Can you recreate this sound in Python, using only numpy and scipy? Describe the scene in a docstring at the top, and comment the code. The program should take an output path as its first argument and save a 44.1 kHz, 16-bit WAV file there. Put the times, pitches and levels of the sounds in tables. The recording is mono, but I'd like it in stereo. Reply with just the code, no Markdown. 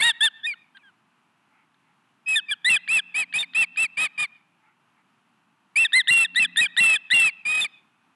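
"""Osprey chirping on its nest

An osprey gives three bursts of shrill chirps close to a mono nest microphone.
Harmonics of a gliding pitch break between a low, reedy register and a high, raspy whistle.
Filtered noise adds the rasp and the ticks of the beak; low thumps mark the loud upward leaps.
Decaying noise makes faint echoes, over a quiet rural background of coloured noise and hum."""
import sys
import numpy as np
from scipy import signal
from scipy.fft import rfft, irfft, next_fast_len
from scipy.io import wavfile
from scipy.ndimage import uniform_filter1d, minimum_filter1d

SR = 44100
rng = np.random.default_rng(int(sys.argv[2]) if len(sys.argv) > 2 else 0)


def store_pcm(level_fs):
    """Save levels as 16-bit WAV."""
    pcm = np.round(np.clip(level_fs, -1, 1) * 32767).astype(np.int16)
    wavfile.write(sys.argv[1], SR, np.atleast_2d(pcm).T)


N = 359415
TOP_HZ = 11900  # nothing sounds above this
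BRIGHT_DB = -24  # chirps softer than this lose their treble; louder leaps thump


def amp(db):
    """Decibels to gain."""
    return 10 ** (np.asarray(db) / 20)


def unit(x):
    """Scale to rms 1."""
    return x / np.sqrt(np.mean(x ** 2) + 1e-20)


def along(points, hz):
    """Read (Hz, value) points on a log frequency axis."""
    point_hz, values = np.transpose(points)
    return np.interp(np.log(hz + 1), np.log(point_hz + 1), values)


def curve(rows):
    """One value per sample from (s, value) rows."""
    return np.interp(np.arange(N) / SR, *np.transpose(rows))


def filtered(x, response):
    """Shape x by a gain that is a function of frequency in Hz."""
    size = next_fast_len(len(x) + 8192)
    hz = np.fft.rfftfreq(size, 1 / SR)
    return irfft(rfft(x, size) * response(hz), size)[:len(x)]


def noise(spectrum):
    """Noise of rms 1 with a (Hz, dB) colour."""
    return unit(filtered(rng.standard_normal(N), lambda hz: amp(along(spectrum, hz))))


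def band(centre_hz, width_hz):
    """Noise of rms 1 in one bell-shaped band."""
    def bell(hz):
        return np.exp(-.5 * ((hz - centre_hz) / width_hz) ** 2)
    return unit(filtered(rng.standard_normal(N), bell))


def gate(t, start, end, edge):
    """1 between start and end, with soft edges of the given length."""
    inside = np.clip(np.minimum(t - start, end - t) / edge + .5, 0, 1)
    return np.sin(np.pi / 2 * inside) ** 2


# Colour of the quiet outdoor air: (frequency_hz, relative level_db per Hz)
AIR_COLOUR = [(30, -42), (70, -22), (115, 0), (220, 4.5), (330, -2), (500, -14), (850, 0), (1300, -1),
              (2100, -8.5), (2750, -6), (3400, -14), (5000, -22.5), (11000, -25.5)]
# A low hum that comes and goes: (time_s, level_db)
HUM_LEVEL = [(2, -86), (3, -66.5), (3.8, -67), (4.6, -89.5), (5.9, -79.5), (6.45, -53.5), (7, -79)]
# Soft puffs of noise between the bursts: (centre_s, length_s, level_db)
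PUFF_TIMES = [(1.578, 0.038, -62), (1.896, 0.028, -68), (4.677, 0.04, -63.5), (4.988, 0.031, -68.5)]
# Hollow colour of the puffs: (frequency_hz, relative level_db per Hz)
PUFF_COLOUR = [(600, -41), (870, 15), (1030, -24), (1300, 8), (1700, -4), (2150, 7.5), (6000, -55)]


def background(air_db=-66.5):
    """Coloured noise for the air, a tone in a noise band for the hum, swells of noise for the puffs."""
    t = np.arange(N) / SR
    air = amp(air_db + .5 * band(0, 4)) * noise(AIR_COLOUR)  # the level wavers slowly
    hum = amp(curve(HUM_LEVEL)) * unit(np.sin(2 * np.pi * 177 * t) + .5 * band(260, 23))
    swell = np.zeros(N)
    for centre, length, level_db in PUFF_TIMES:
        swell += amp(level_db) * np.exp(-.5 * ((t - centre) / length) ** 2)
    return air + hum + swell * noise(PUFF_COLOUR)


def leaps(length, lead):
    """A short reedy lead-in, of more than 20 ms, leaps up into the whistle."""
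    return .02 < lead < length / 2


def effort(t, start, end, lead, pitch_hz, glide, scoop, level_db, swell_db, soft_db):
    """One push of breath: whistle pitch and level rise, drift and sag together."""
    length = end - start
    since = np.clip(t - start, 0, length)
    left = np.clip(end - t, 0, length)
    drift = since / length - .5
    # the pitch scoops up from below, timed by the lead-in on the way to a leap
    climb_s = 1.28 * lead if leaps(length, lead) else .07
    dip = scoop * np.clip(1 - since / climb_s, 0, 1) ** 2
    droop = .19 * np.exp(-left / .0136)  # share of the pitch lost as the push ends
    soft_onset_db = soft_db * np.exp(-since / .011)
    release_db = 19 * np.exp(-left / .011)
    pitch = pitch_hz * (1 + glide * drift) * (1 - dip - droop)
    return pitch, level_db + swell_db * drift - (soft_onset_db + release_db)


REEDY_RATIO, SQUEAL_RATIO = .743, 1.425  # pitch over the whistle's pitch
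# Registers of the syrinx, each one row:
# (pitch_ratio to the whistle, level_db re the chirp, rasp_db re the chirp's rasp,
#  treble_db re level before the voice's dulling, pitch_jitter as a share)
WHISTLE = (1, -0.15, 1, -13, .0015)
REEDY = (REEDY_RATIO, 0.41, -5.5, -13, .002)
SQUEAL = (SQUEAL_RATIO, -1.16, 1.3333, -9.5, .018)
# The whistle cracks into a rough squeal: (start_s, end_s)
SQUEAL_TIMES = [(3.386, 3.428), (7.612, 7.644)]


def registers(start, end, lead, tail, shortest_s=.006):
    """Split a chirp at its register breaks: reedy lead-in, whistle with any squeal, reedy tail."""
    if lead > (end - start) / 2:
        return [(start, end, REEDY)]
    leap = start + lead * (lead > shortest_s)
    drop = end - tail * (tail > shortest_s)
    cuts, kinds = [start, leap], [REEDY, WHISTLE]
    for begin, stop in SQUEAL_TIMES:
        if leap < begin < drop:
            cuts += [begin, stop]
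            kinds += [SQUEAL, WHISTLE]
    cuts += [drop, end]
    kinds += [REEDY]
    return [(a, b, kind) for a, b, kind in zip(cuts, cuts[1:], kinds) if b > a]


# Throat and open beak as they shape the overtones: (frequency_hz, gain_db)
THROAT = [(700, -13), (1450, -3.5), (1800, -2.5), (2050, -5), (2700, -3.5), (3100, 2.5), (3600, 1.5),
          (3900, -9.5), (4200, -17.5), (4800, -25), (5350, -36), (6300, -49), (7200, -17), (8300, -13),
          (10800, -16), (11600, -35.5)]


def overtones(phase, shake, pitch, level_db, treble_db, mellow=0.82, count=7):
    """Harmonics weighted by the throat; soft notes lose their overtones, and the highest ones shake."""
    order = np.arange(1, count + 1)[:, None]
    hz = order * pitch
    soft_cut_db = mellow * np.clip(level_db + 34.5, -16, 0)
    gain = amp(along(THROAT, hz) + (order > 1) * soft_cut_db) * (hz < TOP_HZ)
    high = hz > 6300  # above the throat's notch
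    body, treble = gain * ~high, gain * high
    body = body / np.linalg.norm(body, axis=0)
    treble = treble / np.sqrt(np.mean(np.sum(treble ** 2, axis=0)) + 1e-12) * amp(treble_db)
    steady = body * np.sin(order * phase)
    shaking = treble * np.sin(order * (phase + shake))
    return np.sqrt(2) * np.sum(steady + shaking, axis=0)


def outlet(hz):
    """The small beak radiates lows poorly and the throat swallows a band above the second overtone."""
    return hz / np.hypot(hz, 1100) * (1 - .95 * np.exp(-((hz - 5600) / 1400) ** 4))


# The chirps, one per row; a lead-in of full length never whistles:
# (start_s, end_s, reedy_lead_s, reedy_tail_s, whistle pitch_hz, glide as a share of the pitch,
#  scoop from below as a share of the pitch, level_db, swell_db over the chirp,
#  onset_softness_db, rasp_db re level)
CHIRPS = [(0.0, 0.12, 0.0, 0.1, 2573.0, -0.03, 0.22, -17.8, 1.0, 8.0, -9.0),
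          (0.207, 0.288, 0.081, 0.0, 2549.0, -0.19, 0.21, -16.0, 2.0, 3.0, -14.0),
          (0.431, 0.546, 0.035, 0.009, 2450.0, -0.17, 0.17, -26.0, -11.0, 26.0, -22.0),
          (0.748, 0.79, 0.042, 0.0, 2316.0, -0.0, 0.07, -48.0, -0.4, 5.0, -8.0),
          (0.79, 0.908, 0.0, 0.076, 2200.0, -0.06, -0.2, -59.0, 12.0, 4.0, -12.0),
          (2.26, 2.403, 0.0, 0.046, 2543.0, -0.13, 0.08, -21.0, 1.0, 22.0, -20.0),
          (2.484, 2.542, 0.0, 0.031, 2416.0, -0.07, 0.04, -23.0, 10.4, 8.0, -17.0),
          (2.646, 2.779, 0.049, 0.016, 2710.0, -0.21, 0.23, -17.1, 2.6, 4.0, -16.0),
          (2.884, 3.005, 0.0, 0.014, 2706.0, -0.15, 0.22, -18.9, 6.6, 5.0, -16.0),
          (3.143, 3.245, 0.0, 0.0, 2629.0, -0.13, 0.19, -22.4, 1.2, 6.0, -13.5),
          (3.337, 3.449, 0.0, 0.0, 2593.0, -0.1, 0.16, -22.7, -1.5, 4.0, -12.0),
          (3.547, 3.651, 0.0, 0.0, 2745.0, -0.11, 0.16, -17.8, 4.9, 6.0, -15.0),
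          (3.771, 3.868, 0.0, 0.0, 2740.0, -0.14, 0.18, -19.7, 1.9, 4.0, -15.0),
          (3.971, 4.076, 0.0, 0.0, 2578.0, -0.03, 0.12, -22.0, 1.8, 4.0, -9.0),
          (4.178, 4.262, 0.0, 0.0, 2502.0, -0.04, 0.07, -22.9, 3.3, 4.0, -11.0),
          (5.758, 5.871, 0.0, 0.023, 2744.0, -0.12, 0.23, -16.4, -0.6, 4.0, -18.0),
          (5.931, 6.02, 0.089, 0.0, 2936.0, -0.27, 0.3, -14.9, 1.0, 3.0, -19.0),
          (6.08, 6.264, 0.026, 0.017, 2734.0, -0.04, 0.17, -16.5, -2.8, 4.0, -18.0),
          (6.358, 6.463, 0.037, 0.016, 2691.0, -0.13, 0.17, -17.0, 2.4, 2.0, -17.0),
          (6.57, 6.673, 0.041, 0.014, 2562.0, -0.14, 0.15, -17.6, -3.1, 3.0, -16.0),
          (6.773, 6.975, 0.029, 0.017, 2655.0, -0.09, 0.15, -16.6, -2.3, 4.0, -15.0),
          (7.109, 7.303, 0.027, 0.0, 2695.0, -0.11, 0.18, -16.5, -2.7, 4.0, -15.0),
          (7.452, 7.67, 0.0, 0.0, 2515.0, 0.02, 0.05, -22.2, 1.7, 4.0, -13.0)]
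# The membranes repeat only every few cycles: (start_s, end_s, period_cycles, relative depth_db)
DOUBLING = [(0.025, 0.105, 2, -12.5), (0.229, 0.254, 2, -16), (3.975, 4.078, 2, -16.5),
            (4.187, 4.254, 2, -18.5), (6.851, 6.945, 4, -25.5), (7.132, 7.265, 4, -23.5),
            (7.476, 7.599, 2, -22), (7.612, 7.642, 3, -29)]
# Turbulent air in the open throat: (frequency_hz, relative level_db per Hz)
RASP_COLOUR = [(30, -38.5), (70, -32.5), (140, -3.5), (400, -14.5), (800, -4), (1450, -10), (1850, -1),
               (2500, -6.5), (3300, -3.5), (4000, -9.5), (5200, -15), (6500, -24), (8400, -3), (9400, -8.5),
               (10800, -19), (11800, -31.5)]


def osprey(edge=0.0056, shiver_db=-2, stagger_db=-11, hiss_db=-4.0, lurch=.35, bite=0.59, calm=0.0022):
    """The syrinx glides through each chirp and restarts at each break of register."""
    voice, time = np.zeros(N), np.arange(N) / SR
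    drift, hiss = band(0, 150), noise(RASP_COLOUR)
    # the membranes flutter near a quarter and a half of the pitch: fuzzy sidebands flank every harmonic
    quarter, half, stagger = band(0, 120), band(0, 46), band(600, 170)
    fits_db = 3.3 * band(0, 45)  # rasp and treble come in short fits
    for onset, finish, lead, tail, *gesture, rasp_db in CHIRPS:
        for start, end, register in registers(onset, finish, lead, tail):
            ratio, gain_db, rough_db, treble_db, jitter = register
            span = np.flatnonzero((time > start - edge) & (time < end + edge))
            t = time[span]
            whistle_hz, level_db = effort(t, onset, finish, lead, *gesture)
            pitch = ratio * whistle_hz * (1 + jitter * drift[span])
            level_db = level_db + gain_db
            if abs(end - start - tail) < 1 / SR:
                level_db = level_db + 2.5  # the reedy tail pops out louder
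            phase = 2 * np.pi * np.cumsum(pitch) / SR

            # treble and rasp need full pressure: they fade before the note does
            last_gasp_db = 12 * np.exp(-(end - t).clip(0) / calm)
            slack_db = bite * (level_db - level_db.max()) + fits_db[span] - last_gasp_db
            dull_db = np.clip(5 * (level_db - BRIGHT_DB), -42, 0)
            # the voice frays from the start of a chirp to its end
            fray_db = 3.5 * ((t - onset) / (finish - onset) - .5)
            rasp = amp(rasp_db + rough_db + slack_db / 3 + fray_db)

            # unequal cycles put lines between the harmonics
            uneven = np.zeros(len(t))
            for begin, stop, cycles, depth_db in DOUBLING:
                uneven += amp(depth_db) * gate(t, begin, stop, 0.006) * np.cos(phase / round(cycles))
            shiver = 1.36 * quarter[span] * np.cos(phase / 4) + .7 * half[span] * np.cos(phase / 2)
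            shake = lurch * uneven + amp(stagger_db) * rasp * stagger[span]

            tone = overtones(phase, shake, pitch, level_db, treble_db + slack_db + dull_db - 4.5)
            flutter = 2.2 * uneven + amp(shiver_db) * rasp * shiver
            sidebands = filtered(tone * flutter, outlet)
            breath = amp(hiss_db + dull_db / 6) * rasp * hiss[span]
            envelope = amp(level_db) * gate(t, start + 0.00065, end - .0005, edge)
            voice[span] += (tone + sidebands + breath) * envelope
    return voice


# Echoes from clumps of trees: (delay_s, level_db)
ECHOES = [(0.047, -35.5), (0.124, -31), (0.161, -39)]
# How long the woods ring: (frequency_hz, t60_s)
WOODS = [(200, .5), (2500, 1), (5000, 0.72), (10000, 0.23)]


def surroundings(x, tail_db=-37, dull_hz=4600, scatter=0.022):
    """Clumps of trees return smeared echoes over a dull, dying tail."""
    hz, t, grains = signal.stft(rng.standard_normal(SR), SR, nperseg=256)
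    decay = amp(-60 * t / along(WOODS, hz)[:, None])
    tail = signal.istft(grains * decay, SR, nperseg=256)[1][:SR]
    answer = amp(tail_db) * tail / np.linalg.norm(tail)
    for delay, level_db in ECHOES:
        smear = np.exp(-.5 * ((np.arange(SR) / SR - delay) / scatter) ** 2)
        clump = rng.standard_normal(SR) * smear
        answer = answer + amp(level_db) * clump / np.linalg.norm(clump)
    dulled = filtered(x, lambda hz: 1 / (1 + (hz / dull_hz) ** 4))
    return signal.fftconvolve(dulled, answer)[:N]


def blows(events, attack, t60):
    """A quick rise and a decay at each (s, dB) event."""
    envelope = np.zeros(N)
    for start, level_db in events:
        t = np.maximum(np.arange(N) / SR - start, 0)
        decay_db = 60 * np.minimum(t / t60, 10)
        envelope += amp(level_db - decay_db) * (1 - np.exp(-t / attack))
    return envelope


# Beak ticks, most of them as it opens for a chirp: (start_s, level_db)
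TICKS = [(.77, -37.5), (1.743, -56), (2.877, -24.5), (3.326, -29.5), (3.535, -30.5), (3.76, -29.5),
         (5.922, -26.5), (6.073, -18), (6.347, -22.5), (6.56, -19.5), (6.766, -18), (7.102, -22.5)]


def beak():
    """Ticks ring the throat's two main resonances; loud upward leaps push out a low thump."""
    thumps = []
    for start, end, lead, _, _, _, _, level_db, *_ in CHIRPS:
        if leaps(end - start, lead) and level_db > BRIGHT_DB:
            thumps.append((start + lead, level_db - 13))
    ring = unit(band(1735, 150) + band(3300, 600))
    ticks = blows(TICKS, attack=0.001, t60=0.024) * ring
    return ticks + blows(thumps, attack=.003, t60=0.059) * band(188, 65)


def scene():
    """The bird, its echoes and the background, alike in both channels."""
    bird = osprey() + beak()
    mono = bird + surroundings(bird) + background()
    return np.array([mono, mono])


def limited(x, ceiling=0.32, reach_s=.0012):
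    """A fast limiter turns down around the loudest peaks."""
    size = max(int(reach_s * SR), 2)
    needed = np.minimum(1, ceiling / (np.abs(x) + 1e-9))
    return x * uniform_filter1d(minimum_filter1d(needed, 2 * size), size)


def record(dry, low_hz=80):
    """The nest microphone limits the loudest peaks, thins the deep bass and passes nothing above TOP_HZ."""
    def response(hz):
        bass = 0.23 + 0.78 * hz ** 4 / (hz ** 4 + low_hz ** 4)
        return bass * np.clip((TOP_HZ - hz) / 300, 0, 1)
    return np.array([filtered(limited(channel), response) for channel in dry])


dry = scene()
out = record(dry)
store_pcm(out)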